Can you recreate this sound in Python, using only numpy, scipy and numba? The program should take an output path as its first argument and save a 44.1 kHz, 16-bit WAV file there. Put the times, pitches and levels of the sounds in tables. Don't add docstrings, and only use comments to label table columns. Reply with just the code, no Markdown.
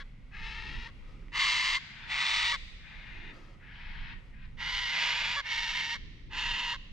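import sys
import numpy as np
from scipy import signal
from scipy.fft import rfft, irfft
from scipy.io import wavfile
from scipy.ndimage import uniform_filter1d
from numba import njit

SR = 44100
rng = np.random.default_rng(int(sys.argv[2]) if len(sys.argv) > 2 else 0)


def transcribe(signal):
    frames = np.atleast_2d(signal).T
    limited = np.clip(frames, -1, 1)
    pcm = np.round(limited * 32767).astype(np.int16)
    wavfile.write(sys.argv[1], SR, pcm)


def rack_gain(trim_db):
    fader = np.asarray(trim_db, float)
    return 10 ** (fader / 20)


N = 305552
T = np.arange(N) / SR

# start_s, end_s, full_level_db, swell_s, sag_db (soon after the swell)
NEAR_CALLS = [
    (-0.3, 0.034, -49, .1, -2),
    (0.309, 0.907, -47.5, 0.15, -3.5),
    (1.316, 1.79, -32, 0.0983, -3.5),
    (2.065, 2.567, -34, 0.22, -1),
    (4.567, 5.124, -39, .17, -3),
    (4.891, 5.42, -37.5, .13, -2.5),
    (5.423, 5.977, -39, 0.097, -2),
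    (6.294, 6.769, -41, 0.095, -0.5),
]
# place, windpipe_hz, clear_stretch_s, yelp_s, sand_echo_ms, echo_share
NEAR_PATHS = [("left", 920, .01, .04, 2.3, .3), ("left", 895, .01, .036, 2.4, .65),
              ("ahead", 1015, .005, .022, .45, .05), ("ahead", 950, .04, .046, .45, .05),
              ("right", 965, .01, .04, 2.1, .2), ("right pair", 930, .005, .06, 2.1, .08),
              ("right", 928, .03, .035, 2.15, .15), ("right last", 935, .012, .039, 1.07, .15)]
# start_s, end_s, full_level_db, swell_s, sag_db (by the end)
FAR_CALLS = [
    (1.0, 1.304, -69, 0.088, -9.5),
    (1.742, 2.099, -58, 0.096, 4.5),
    (2.482, 2.753, -71, .08, -5),
    (2.775, 3.335, -55.5, 0.15, 1.5),
    (3.281, 3.568, -64, .06, -7),
    (3.59, 4.152, -56, .19, 2.5),
    (4.299, 4.484, -63, .16, -7),
]
# place, windpipe_hz
FAR_BIRDS = [("far wings", 900), ("far", 870), ("far bright", 900), ("far high", 880), ("far wings", 900),
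             ("far", 900), ("far", 900)]
# clear_stretch_s, yelp_s, sand_echo_ms, echo_share
FAR_PATH = (.01, .024, 1.32, 0.12)
BUZZ_LOCKS = [4.73, 4.83, 5.54, 5.61, 5.655, 5.875, 6.68]
COLOUR_FRONT = {"left": [(260, -19.5), (450, -16), (672, -21.5), (974, -10.5), (1500, -8.5), (1830, -6),
                (2050, -6.5), (2650, -8.5), (2890, -12.5), (3580, -15.5), (13700, -88.5)],
                "ahead": [(260, -67.5), (450, -24), (681, -27.5), (947, -10.5), (1260, -10), (1580, -16),
                (1800, -8), (2140, -5), (2400, -6.5), (3950, -6), (6250, -22), (7630, -28), (13700, -62)]}
COLOUR_RIGHT = {"right": [(260, -55), (450, -28), (721, -22.5), (881, -13), (1330, -12.5), (1850, -9),
                (2230, -4), (2400, -15.5), (3010, -5.5), (5570, -17.5), (7530, -29.5), (8930, -48.5),
                (13700, -57)], "right last": [(290, -68), (500, -14.5), (758, -17.5), (920, -5),
                (1280, -12.5), (1810, -8), (2390, -16), (2790, -9.5), (7460, -24.5), (8100, -42),
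                (8570, -71), (9840, -40.5), (13700, -68)], "right pair": [(240, -56), (400, -19.5),
                (760, -7.5), (902, -4.5), (1400, -7), (2010, -6), (2860, -7), (5650, -15.5), (7480, -23.5),
                (8670, -49), (9340, -43), (13700, -55.5)]}
COLOUR_FAR = {"far bright": [(500, -22), (1400, -13), (2200, 0), (4000, -9), (8000, -12), (13700, -32)],
              "far": [(320, -47), (550, -20), (652, -8.5), (831, -5.5), (1150, -4), (1870, 3.5), (2900, -3),
              (3400, -3.5), (5260, -18.5), (10000, -69), (13000, -114), (22000, -120)],
              "far high": [(290, -57), (500, -11), (948, -13), (1130, -12), (1400, -8), (2340, -1),
              (3040, -6.5), (3580, -3.5), (4260, -18), (10000, -58), (13000, -99), (22000, -120)],
              "far wings": [(290, -42), (500, 9.5), (847, -12), (895, -11), (1280, 4), (1470, -19),
              (2110, -12), (2990, -16), (5270, -13), (13700, -37)]}
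BEAK_BALANCE = {"left": (-7, -5, -6), "ahead": (-9, -3.5, -7), "right": (-8.5, 0.5, -11),
                "right pair": (-7, 1.5, -14), "right last": (-5.5, 3, -16), "far": (-8.5, -5.5, -18),
                "far high": (-9, -10.5, -14), "far wings": (1.5, -6.5, -14), "far bright": (-25, -15, -5)}
PORTS = {"left": [(500, -0.5, 0), (1000, 5.5, .1), (2180, 5.5, -0.5), (3040, 5, -.1), (4000, 2, 0),
         (9000, 6, 0)], "ahead": [(500, 1, -0.69), (1500, -1, -1), (2200, 3.5, -0.75), (2910, -3.5, -0.7),
         (3240, -1.5, 1), (5000, 2, 1), (6000, 1.5, -0.26), (9000, 2.5, -.5)], "right": [(500, -0.5, -0.4),
         (1500, -0.5, -0.49), (2200, -3, -1.4), (2600, -3, -0.056), (3380, 2.5, -0.45), (4000, 2, -1.2),
         (5000, -3, -0.87), (9000, 0.5, -1.2)], "far": [(500, 1.5, 1), (1000, 3, 0.13), (2200, 6, -.4),
         (3000, 1.5, -.1), (9000, 6, 0)]}
# level_db, chest_db, open_beak_db, rasp_db
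ONSET, RISING, YELP, STOP = (-24.5, 3, -10, -11.5), (-4, 1, -5, -6), (4.5, -7, -6, -5.5), (-9.5, -1.5, -4.5, -7)
GLIDING = (-15, -6, -16, -18), (-0.5, -8, -13.5, -10)
# time_s, peak_db, pitch_hz
CLICKS = [(1.2244, -55, 1630), (1.2833, -52, 2100)]
# time_s, buffeting_db
GUSTS = [(0.0, -52.5), (0.62, -43.5), (0.65, -44), (0.79, -35.5), (0.85, -46), (1.79, -53), (3.95, -49.5),
         (4.03, -46), (4.19, -50.5), (4.59, -45), (5.04, -54.5), (5.23, -49), (5.27, -53), (6.31, -42.5),
         (6.89, -51), (6.93, -43)]
# middle_s, half_length_s, over_hiss_db
RUSTLES = [(.68, 0.099, 8.5), (1.197, 0.34, 12.5), (3.288, 0.29, 18), (4.097, 0.12, 8), (4.965, 0.087, 13),
           (5.8, 0.14, 4.5), (6.43, 0.49, 13)]
# pitch_hz, level_db_per_hz
AIR_COLOUR = [(12, -44.5), (20, 10), (66, -6), (107, -7), (293, -18), (428, -29), (531, -34), (625, -44.5),
              (1260, -47), (1530, -46.5), (1750, -57.5), (1900, -40), (13000, -79)]


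def screech(row, path, scatter_s=0.034):
    place, tone_hz, clear_s, yelp_s, echo_ms, echo, scatter = path
    side = place.split()[0]
    sinks = side in ("left", "far")
    s, *controls = effort(*row, tone_hz, clear_s, yelp_s, place, sinks)
    first = max(int(s[0] * SR), 0)
    t = T[first:int(s[-1] * SR)]
    n = len(t)
    hz, db, chest_db, beak_db, rasp_db, rough, weak = (np.interp(t, s, c) for c in controls)
    waver, waver_per_s, climb = .035, 18, .07
    hz = hz * (1 + waver * walk(waver_per_s)[:n] * rough + sinks * climb * np.linspace(-.5, .5, n))
    lock_s, lock_calms, lock_weak = .016, .45, .35
    lock = sum(np.exp(-((t - at) / lock_s) ** 2) for at in BUZZ_LOCKS)
    rough, weak = rough * (1 - lock_calms * lock), weak + lock_weak * lock

    voice = 0
    for detune in (1, 1.09) if scatter > .5 else (1,):
        snaps = syrinx(detune * hz, rough, weak)
        voice = voice + windpipe(snaps, SR / (detune * hz) - 1, back=0.15, dull=0.52)
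    voice = beak(voice, place)
    voice = sand_echo(voice, t, echo_ms, echo, sinks)
    blur = scrub(voice, scatter_s)
    heard = np.sqrt(1 - scatter) * unit(voice) + np.sqrt(scatter) * blur[0]
    pair = ports(heard, blur[1], side, scatter)

    above_chest, above_pipe, rasp = (step(n, edge_hz, steep=7) for edge_hz in (1450, 2550, 4500))
    bands = [(1 - above_chest, db + chest_db), (above_chest - above_pipe, db),
             (above_pipe - rasp, db + beak_db), (rasp, db + rasp_db)]
    out = np.zeros((2, N))
    for band, gain_db in bands:
        part = irfft(pair * band, n)
        out[:, first:first + n] += part / np.std(part.mean(0)) * rack_gain(gain_db)
    fade_s = 0.0057
    return out * np.clip(np.minimum(T - s[0], s[-1] - T) / fade_s, 0, 1)


def effort(start, end, db, swell_s, sag_db, hz, clear_s, yelp_s, place, sinks):
    attack_s, sag_s, flip_s, stop_s = .04, .14, .008, .018
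    yelp = end - yelp_s
    clear = yelp - clear_s
    s = np.maximum.accumulate([start, start + attack_s, start + swell_s, clear - flip_s, clear, yelp,
                               yelp + flip_s, end - stop_s, end])
    held = (0, 0, 0, 0)
    opening = GLIDING if sinks else (ONSET, RISING)
    stages = np.transpose([*opening, held, held, held, held, YELP, YELP, STOP])
    levels = stages + np.array([db, *BEAK_BALANCE[place]])[:, None]
    flat, yelp_hz, droop = .96, 1165, .96
    tone = np.array([flat * hz] * 2 + [hz] * 4 + [yelp_hz, droop * yelp_hz, droop ** 4 * yelp_hz])
    sag_end = s[5] if place.startswith("far") else s[2] + sag_s
    sag = np.interp(s, [s[2], sag_end], [0, sag_db])
    push = 151 * (yelp_s - .04) * (s > yelp)
    rough = [.9] * 4 + [.38] * 5
    weak = [0] * 4 + [.2] * 2 + [.85] * 3
    return s, tone, levels[0] + sag + push, *levels[1:], rough, weak


def syrinx(hz, rough, weak, breath=0.39):
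    drift, jitter, scatter_db = .13, .12, 8.
    n = len(hz)
    turns = np.cumsum(hz) / SR
    k = np.arange(1, int(turns[-1]))
    rough_k, weak_k = np.interp(k, turns, rough), np.interp(k, turns, weak)
    chance = rng.standard_normal((3, len(k)))
    turn = k + np.cumsum(drift * rough_k ** 2 * chance[0]) + jitter * rough_k * chance[1]
    at = np.interp(turn, turns, np.arange(n))
    push = signal.lfilter([1], [1, .5, .45], chance[2])
    size = rack_gain(scatter_db * rough_k * (np.minimum(push, 1.4) - 1.5))
    size = size * (1 + weak_k * (-1.) ** k)
    near = np.floor(at)[:, None] + np.arange(-7, 9)
    off = near - at[:, None]
    pulses = size[:, None] * np.sinc(off) * np.cos(np.pi * off / 16) ** 2
    snaps = np.bincount(np.clip(near, 0, n - 1).astype(int).ravel(), pulses.ravel(), n)
    snaps = snaps + breath * rough * rng.standard_normal(n) * np.sqrt(hz / SR)
    soft = np.clip(0.7 * weak, 0, 1)
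    dulled = signal.sosfilt(signal.butter(4, 2500, fs=SR, output="sos"), snaps)
    return (1 - soft) * snaps + soft * dulled


@njit
def windpipe(x, lag, back, dull):
    y, soft = x.copy(), 0.
    for i in range(100, len(x)):
        k = int(lag[i])
        back_then = y[i - k] + (lag[i] - k) * (y[i - k - 1] - y[i - k])
        soft += (1 - dull) * (back_then - soft)
        y[i] += back * soft
    return y


def beak(voice, place):
    ring_hz, width_hz = 2117, 89
    ring_db = -8 + 5.5 * (place == "ahead")
    ring = signal.lfilter(*signal.iirpeak(ring_hz, ring_hz / width_hz, SR), voice)
    colour = {**COLOUR_FRONT, **COLOUR_RIGHT, **COLOUR_FAR}[place]
    return signal.fftconvolve(voice + rack_gain(ring_db) * ring, causal(colour))[:len(voice)]


def sand_echo(voice, t, echo_ms, share, sinks):
    delay_s = echo_ms * np.linspace(1, 0.855 if sinks else 1, len(t)) / 1000
    return voice + share * np.interp(t - delay_s, t, uniform_filter1d(voice, size=5))


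def scrub(voice, t60_s):
    n = len(voice)
    late = rng.standard_normal((2, 4000)) * np.exp(-T[:4000] / t60_s * np.log(1000))
    return unit(signal.fftconvolve(np.tile(voice, 2)[None], late, axes=1)[:, n:2 * n])


def ports(heard, blur, side, scatter):
    n = len(heard)
    lean_db, lead = on_hz(PORTS[side], n)
    ratio = rack_gain(lean_db) * np.exp(1j * np.clip(lead, -1.6, 1.6))
    pair = 2 * np.array([ratio, np.ones_like(ratio)]) / (1 + ratio) * rfft(heard)
    apart = 0.041 + 0.13 * scatter + 0.51 * step(n, 7000, steep=5.4)
    return pair + apart * rfft(blur) * np.array([[1], [-1]])


def dunes(x, db, t60_s, low_hz):
    late = rng.standard_normal((2, SR)) * np.exp(-T[:SR] / t60_s * np.log(1000))
    late = uniform_filter1d(late, size=3, axis=1)
    late = signal.sosfilt(signal.butter(2, low_hz, "high", fs=SR, output="sos"), late)
    late = late / np.sqrt(np.sum(late[0] ** 2))
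    stirred = x * unit(walk(300))
    return rack_gain(db) * signal.fftconvolve(stirred, late, axes=1)[:, :N]


def clicks(ring_s=0.004):
    out = np.zeros(N)
    for s, db, hz in CLICKS:
        t = np.maximum(T - s, 0)
        out += rack_gain(db) * np.exp(-t / ring_s) * np.sin(2 * np.pi * hz * t) * (1 + 0.72 * walk(3000))
    return out


def wind():
    gust_db = np.interp(T, *np.transpose(GUSTS))
    over_calm_db = gust_db + 50
    rustle_db = sum(db * np.exp(-((T - s) / half) ** 2) for s, half, db in RUSTLES)
    surf_db = -58 + 0.4 * over_calm_db
    grass_db = -77.5 + 0.57 * over_calm_db + rustle_db
    layers = [(gust_db, 0.1, 85, 0.33, 3.05), (surf_db, 85, 270, 0.19, 2.3),
              (grass_db, 270, 560, 0.43, 2.3), (-68, 560, 15000, 0.57, 2.2)]
    out = 0
    for db, low_hz, high_hz, apart, flicker_db in layers:
        shape = rack_gain(on_hz(AIR_COLOUR, N)) * step(N, low_hz, steep=5.1) * (1 - step(N, high_hz, steep=7.0))
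        mid, side = (unit(irfft(rfft(rng.standard_normal(N)) * shape, N)) for _ in range(2))
        lean = rack_gain(np.array([[-1.2], [1.2]]) * (high_hz < 100))
        swelling = rack_gain(db + flicker_db * walk(9))
        out = out + lean * swelling * (mid + apart * side * np.array([[1], [-1]]))
    return out


def unit(x):
    return x / np.sqrt(np.mean(x ** 2))


def on_hz(table, n):
    hz, *values = np.transpose(table)
    at = np.log(np.fft.rfftfreq(n, 1 / SR) + 1)
    return np.squeeze([np.interp(at, np.log(hz + 1), v) for v in values])


def causal(table):
    cepstrum = irfft(on_hz(table, 1024) * np.log(10) / 20)
    cepstrum[1:512] *= 2
    cepstrum[513:] = 0
    return irfft(np.exp(rfft(cepstrum)))


def step(n, hz, steep):
    ratio = (np.fft.rfftfreq(n, 1 / SR) / hz) ** steep
    return ratio / (1 + ratio)


def walk(rate):
    k = int(SR / rate)
    held = np.repeat(rng.standard_normal(N // k + 1), k)
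    return uniform_filter1d(uniform_filter1d(held, k), k)[:N]


def scene():
    near_scatter, far_scatter = 0.14, .56
    near = sum(screech(row, (*path, near_scatter)) for row, path in zip(NEAR_CALLS, NEAR_PATHS))
    flock = sum(screech(row, (*bird, *FAR_PATH, far_scatter), scatter_s=0.2)
                for row, bird in zip(FAR_CALLS, FAR_BIRDS))
    near_answer = dunes(near, db=-22, t60_s=1.58, low_hz=1630)
    far_answer = dunes(flock, db=-7.5, t60_s=.42, low_hz=800)
    return near + flock + near_answer + far_answer + clicks() + wind()


def roll_off(x):
    return signal.sosfilt(signal.butter(12, 13870, fs=SR, output="sos"), x)


def record(dry):
    return roll_off(dry)


dry = scene()
out = record(dry)
transcribe(out)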